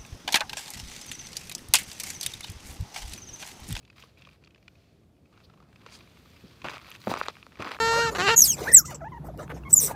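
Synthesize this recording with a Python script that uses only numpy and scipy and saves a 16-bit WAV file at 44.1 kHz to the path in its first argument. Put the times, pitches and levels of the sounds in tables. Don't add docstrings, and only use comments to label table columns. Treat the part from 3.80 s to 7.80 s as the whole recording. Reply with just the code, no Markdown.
import sys
import numpy as np
from scipy import signal
from scipy.io import wavfile

SR = 44100
rng = np.random.default_rng(int(sys.argv[2]) if len(sys.argv) > 2 else 0)


def generate_wav(signal):
    frames = np.transpose(np.atleast_2d(signal))
    scaled = np.clip(frames, -1, 1) * 32767
    pcm = np.round(scaled).astype(np.int16)
    wavfile.write(sys.argv[1], SR, pcm)


def elevation(decibels):
    levels = np.asarray(decibels, float)
    return 10 ** (levels / 20)


N = 176400
NEAR_S = 2.83


def rms_one(x):
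    return x / np.sqrt(np.mean(x ** 2) + 1e-20)


def in_time(rows):
    s, *columns = np.transpose(rows)
    return [np.interp(np.arange(N) / SR, s, c) for c in columns]


def at_hz(points, hz):
    points_hz, points_db = np.transpose(points)
    return np.interp(np.log(hz), np.log(points_hz), points_db)


def drift(rate):
    r = np.exp(-80 * np.pi * rate / SR)
    noise = rng.standard_normal(N // 40 + 2002)
    slow = signal.lfilter([1], [1, -2 * r, r * r], noise)[2000:]
    return np.interp(np.arange(N) / 40, np.arange(len(slow)), rms_one(slow))


def ring(clicks, hz, t60):
    r, w = elevation(-60 / (t60 * SR)), 2 * np.pi * hz / SR
    return signal.lfilter([0, np.sin(w)], [1, -2 * r * np.cos(w), r * r], clicks + 1e-18)


def band_pass(x, low_hz, high_hz):
    return signal.sosfilt(signal.butter(2, [low_hz, high_hz], "band", fs=SR, output="sos"), x)


def banded_noise(spectrum, patchy_db):
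    out, edges = 0, 28 * 2 ** np.arange(0, 9.4, 1 / 3)
    white = rng.standard_normal((2, N + SR // 4))
    for k, (low, high) in enumerate(zip(edges, edges[1:])):
        band = band_pass(white[k % 2], low, high)[-N:]
        hz = np.sqrt(low * high)
        below_db = min(0, 30 * np.log2(hz / spectrum[0][0]))
        out = out + elevation(at_hz(spectrum, hz) + below_db + patchy_db * drift(4.5)) * band
    return rms_one(out)


def add(track, s, sound):
    i = int(s * SR)
    track[i:i + len(sound)] += sound[:len(track) - i]


def traffic():
    # f/Hz, level/dB per Hz
    rumble_colour = [(18, -45), (30, -29), (55, 1), (183, -7.5), (382, -14.5), (645, -20.5), (1100, -37),
                     (10900, -47.5), (15800, -52)]
    # t/s, level/dB
    swell = [(0, -61.5), (1.3, -62), (2.2, -58), (4, -59)]
    return elevation(in_time(swell)[0] + 3.0) * banded_noise(rumble_colour, patchy_db=1.2)


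def cloth():
    # t/s, level/dB
    rubbing = [(0, -80), (.3, -76.5), (.6, -85), (1.0, -75.5), (1.2, -81), (1.42, -85.5), (1.6, -75),
               (1.88, -83.5), (2.1, -71.5), (2.75, -68), (3.55, -65.5), (3.72, -72), (4, -65.5)]
    # f/Hz, level/dB per Hz
    fabric_colour = [(530, -36), (900, 0), (2460, -2), (2850, -2.5), (3370, -1.5), (15800, -20.5)]
    # t/s, level/dB, half length/s, lowest f/Hz, highest f/Hz
    swishes = [
        (1.647, -58.5, 0.012, 3240, 5160),
        (2.144, -53.5, 0.031, 4020, 9400),
        (3.104, -47.5, 0.0013, 10300, 12900),
        (3.306, -45.5, 0.012, 3800, 9400),
        (3.39, -49, 0.0033, 4500, 15000),
    ]
    out = elevation(in_time(rubbing)[0] + 6) * banded_noise(fabric_colour, patchy_db=0.8)
    white, t = rng.standard_normal(N), np.arange(N) / SR
    for s, db, half_s, low_hz, high_hz in swishes:
        hiss = rms_one(band_pass(white, low_hz, high_hz) + 0.092 * white)
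        out = out + elevation(db) * hiss * np.exp(-((t - s) / half_s) ** 2)
    return out


def pebbles():
    # t/s, peak
    # level/dB, f/Hz
    loose_knocks = [(0.0506, -48, 3330), (0.0775, -50, 2400), (0.1004, -42.5, 2560), (0.128, -53, 1750),
                    (0.1812, -43.5, 2010), (0.2246, -39.5, 2930), (0.2366, -42, 1120), (0.3732, -52.5, 2460),
                    (0.4208, -44, 2900), (0.4505, -43, 3250), (0.471, -46, 1120), (0.4893, -47, 2480),
                    (0.5114, -53, 3080), (0.6384, -47.5, 2630), (0.647, -48, 4630), (0.6736, -44.5, 2630),
                    (0.707, -52, 2970), (0.7466, -48.5, 2730), (0.759, -49.5, 1950), (0.827, -52.5, 2420),
                    (0.88, -36, 2450), (0.954, -53.5, 2580),
                    (1.5268, -54.5, 1170), (1.5756, -47, 1310), (1.6026, -48.5, 1320), (1.6983, -47, 1350),
                  (1.7373, -50, 1160), (1.774, -51.5, 1120), (1.802, -48, 1200), (1.826, -51.5, 1090),
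                  (1.928, -49, 1680), (1.959, -44.5, 2480), (2.0626, -34.5, 1165), (2.088, -44, 2390),
                  (2.207, -43.5, 2430), (2.371, -46.5, 2320), (2.457, -48, 1150), (2.5636, -44.5, 2230),
                  (2.7104, -47.5, 2360), (2.818, -36.5, 2570), (2.8473, -26, 1090),
                    (.0288, -57, 2640), (.387, -61, 2400), (0.529, -53, 2420), (.66, -54, 3100),
                    (0.7788, -55, 2460), (.8579, -64, 2570), (1.2341, -61, 2370), (1.351, -74, 2600),
                    (1.3663, -65, 2620), (1.378, -67, 2600), (1.456, -59.5, 2450), (1.539, -58, 1250),
                    (1.611, -53, 1300), (1.712, -59, 2500), (1.837, -60, 2400), (2.019, -54, 2570),
                    (2.079, -54, 2500), (2.274, -46.5, 2300), (2.502, -52, 6000), (2.572, -51, 2960),
                    (3.584, -47, 1800), (3.721, -44, 1630), (3.728, -46, 2000), (3.772, -41, 1900),
                    (3.776, -45, 1700), (3.790, -40, 2000)]
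    # t/s, peak level/dB, f/Hz, overtone level/dB
    near_knocks = [(2.864, -28, 1290, -8), (2.871, -33.5, 1560, -4.5), (2.885, -21, 1670, -10),
                   (2.897, -34, 2330, -16), (2.935, -33, 1320, -7), (2.953, -35.5, 2410, -15),
                   (2.961, -35.5, 2470, -2.5), (2.969, -29, 1280, -21), (2.981, -40, 2400, 4),
                   (2.991, -43, 2370, -13), (2.998, -40, 2350, -13), (3.015, -42, 2000, -3),
                   (3.046, -39, 2260, -11), (3.058, -43, 2400, -7), (3.066, -41, 2420, -13),
                   (3.088, -44, 3030, -5), (3.116, -32.5, 3170, -4.5), (3.124, -42, 3000, 0),
                   (3.152, -40, 2200, 3), (3.161, -39, 3560, -3), (3.217, -36, 4200, -33),
                   (3.24, -38.5, 2130, -2), (3.272, -13, 597, -26.5), (3.280, -20, 620, -15),
                   (3.315, -15, 780, -22.5), (3.339, -16.5, 1110, -9), (3.363, -25, 1200, -8),
                   (3.372, -22, 1120, -29), (3.399, -35, 1330, -12), (3.4132, -12.5, 1230, -36),
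                   (3.435, -33, 4830, -24), (3.459, -29.5, 1450, -21), (3.464, -26.5, 1550, -8.5),
                   (3.4836, -16, 1135, -10.5), (3.484, -17.5, 3920, -28), (3.506, -43, 2400, -6),
                   (3.554, -40.5, 2300, -14), (3.568, -36.5, 1600, -7), (3.628, -35, 2720, -20),
                   (3.666, -35.5, 1250, -5.5), (3.756, -40, 2310, -23), (3.804, -26.5, 1120, -5),
                   (3.823, -27, 1160, -0.5), (3.873, -27, 1830, -23), (3.878, -30, 1280, -15),
                   (3.906, -44, 3500, -12), (3.912, -23, 1210, -22), (3.917, -18, 2000, -6.5),
                   (3.966, -29.5, 1720, -13), (3.988, -29, 1220, -17)]
    contact_cycles = 0.72
    overtone_hz, overtone_octaves, overtone_slope_db = 2521, 1.56, -5.5
    out, t = np.zeros(N), np.arange(1500) / SR

    def tone(hz, cycles):
        attack = 1 - np.exp(-(t * hz / contact_cycles) ** 2)
        return np.sin(2 * np.pi * hz * t) * elevation(-60 * t * hz / cycles) * attack

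    knocks = [(*row, -10.5) for row in loose_knocks] + [*near_knocks]
    for (s, db, hz, bright_db), luck in zip(knocks, rng.random((len(knocks), 12))):
        if s < NEAR_S:
            cycles, echo_db, overtone_t60_s = 13, -3, 0.018
        else:
            cycles, echo_db, overtone_t60_s = 10 * hz / 1896, -15, 0.0038
        neighbours = (0.405 + 0.2 * luck[0], 1.08 + 0.99 * luck[1])
        body = tone(hz, cycles) + elevation(-7.5) * sum(tone(hz * k, cycles) for k in neighbours)
        top = 0
        for u in overtone_octaves * (np.arange(8) + luck[2:10]) / 8:
            overtone = tone(overtone_hz * 2 ** u, overtone_t60_s * overtone_hz)
            top = top + overtone * elevation(overtone_slope_db * u)
        body, top = body / np.abs(body).max(), top / np.abs(top).max()
        knock = elevation(db) * (body + elevation(bright_db + 4.5) * top)
        add(out, s, knock)
        bounce_s = 0.002454 * (0.685 + 0.702 * luck[10])
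        add(out, s + bounce_s, elevation(echo_db) * knock)
    return out


def crunch():
    # t/s, length/s, start level/dB, end level/dB, brightness/dB per octave
    presses = [(0.166, 0.057, -60, -55.5, 3), (0.24, 0.058, -86, -67, 1), (0.376, 0.17, -64.5, -65.5, 1.5),
               (0.617, 0.13, -69.5, -76, -2.5), (1.511, 0.34, -69, -67.5, -5),
               (1.877, 0.22, -73.5, -53.5, -0.5), (2.124, 0.14, -57.5, -66.5, 2.5),
               (2.292, 0.55, -68.5, -64, 2.5), (2.844, .04, -33, -43, -2), (2.894, 0.074, -39, -44, -.5),
               (2.976, 0.188, -58.5, -51.5, 1), (3.2, 0.12, -67.5, -44, 6), (3.27, 0.012, -34.5, -57, -9),
               (3.294, 0.059, -37.5, -33.5, -2.5), (3.37, 0.031, -41.5, -35.5, 1.5),
               (3.421, 0.018, -46, -40.5, 1), (3.451, .014, -45, -48.5, 3), (3.471, 0.025, -61, -40, -2),
               (3.527, 0.084, -69, -68, 3), (3.707, 0.18, -68, -46.5, -1), (3.792, 0.037, -42.5, -35.5, -2),
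               (3.846, 0.048, -38, -41.5, -1.5), (3.907, 0.051, -39.5, -39.5, -1)]
    # f/Hz, level/dB per Hz
    gravel_colour = [(200, -13.5), (600, -1), (1150, 3), (1650, 1), (2500, -1.5), (5000, -10.5),
                     (7500, -21.5), (15500, -42)]
    # t/s, f/Hz
    stone_pitch = [(0, 2440), (2.8, 2160), (2.85, 1110), (2.92, 1940), (3.2, 2500), (3.27, 625),
                   (3.32, 800), (3.39, 1260), (3.46, 1920), (3.78, 1920), (3.8, 600), (3.86, 1340),
                   (4, 1510)]
    grains_per_s, clump_db, grain_spread_db, grain_colour_db = 1500, 4.5, 3, 5.5
    grain_cycles = 8.84
    stone_spread_octaves, skirt_db, usual_stone_hz = 1, 4, 1896
    rise_db_per_s, fall_db_per_s = 6000, 1201

    at = np.flatnonzero(rng.random(N) < grains_per_s * elevation(clump_db * drift(40)) / SR)
    s, length, start_db, end_db, bright = np.transpose(presses)[:, :, None]
    since = at / SR - s
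    haste = np.where(s < NEAR_S, 0.25, 1)
    press_db = start_db + (end_db - start_db) * np.clip(since / length, 0, 1)
    rise_db = rise_db_per_s * np.minimum(since, 0)
    fall_db = fall_db_per_s * np.maximum(since - length, 0)
    load = elevation(press_db + haste * (rise_db - fall_db))

    size_db = grain_spread_db * np.minimum(rng.exponential(1, N), 4)[at]
    stone_hz = in_time(stone_pitch)[0][at] * 2 ** (stone_spread_octaves * rng.standard_normal(N)[at])
    dust = rng.standard_normal(N)
    out = plain = 0
    for hz in np.geomspace(200, 15000, 24):
        clicks, chance = np.zeros((2, N)), rng.standard_normal((2, N))[:, at]
        octaves = np.log2(hz / 1500)
        gravel_db = at_hz(gravel_colour, hz)
        off_pitch = np.log2(hz / stone_hz) ** 2 - np.log2(hz / usual_stone_hz) ** 2 / 2
        colour_db = grain_colour_db * np.clip(chance[1], -2, 2) - skirt_db * off_pitch
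        clicks[0, at] = np.sign(chance[0]) * elevation(size_db + colour_db + gravel_db) * hz ** 2
        clicks[0] += dust * elevation(gravel_db - 13.5 + 4.5 * octaves) * hz ** 2
        pressure = (load * elevation(bright * octaves)).sum(axis=0)
        clicks[1] = clicks[0] * np.interp(np.arange(N), at, pressure)
        t60 = grain_cycles / hz
        unpressed, pressed = ring(ring(clicks, hz, t60), hz, t60)
        plain, out = plain + unpressed, out + pressed
    return out / np.std(plain)


def heels():
    # t/s, peak level/dB, f/Hz
    landings = [
        (2.635, -40.5, 235),
        (2.842, -34, 480),
        (2.85, -32, 192),
        (3.271, -38, 300),
        (3.293, -25, 614),
        (3.794, -29.5, 324),
    ]
    t60_s, rise_s = 0.11, 0.0023
    out, t = np.zeros(N), np.arange(6000) / SR
    for (s, db, hz), noise in zip(landings, rng.standard_normal((len(landings), 6000))):
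        push = noise * elevation(-60 * t / t60_s) * np.minimum(t / rise_s, 1)
        thud = ring(ring(push, hz, 1.24 / hz), hz * 1.13, 0.83 / hz)
        add(out, s, elevation(db) * thud / np.abs(thud).max())
    return out


def ground(x):
    # f/Hz, width/Hz, level/dB
    hollows = [(1200, 390, -5.5), (2480, 390, -0.5), (3500, 920, -8), (4500, 1170, -3.5), (6140, 360, -11),
               (10500, 2700, -19.5), (13800, 2400, 0)]
    out = x
    for hz, width_hz, db in hollows:
        r = np.exp(-np.pi * width_hz / SR)
        poles = [1, -2 * r * np.cos(2 * np.pi * hz / SR), r * r]
        hollow = signal.lfilter((1 - r * r) / 2 * np.array([1, 0, -1]), poles, x)
        out = out + elevation(db + 3.13 * drift(3.6)) * hollow
    return out


def scene():
    gravel_and_cloth = ground(cloth() + pebbles() + crunch())
    return (traffic() + elevation(-4.5) * gravel_and_cloth + heels())[None]


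def roll_off(x):
    return signal.sosfilt(signal.butter(12, 16480, fs=SR, output="sos"), x)


def record(dry):
    x = signal.sosfilt(signal.butter(2, 73, "high", fs=SR, output="sos"), dry)
    x = signal.sosfilt(signal.cheby2(12, 60, 16500, fs=SR, output="sos"), x)
    return roll_off(x)


dry = scene()
out = record(dry)
generate_wav(out)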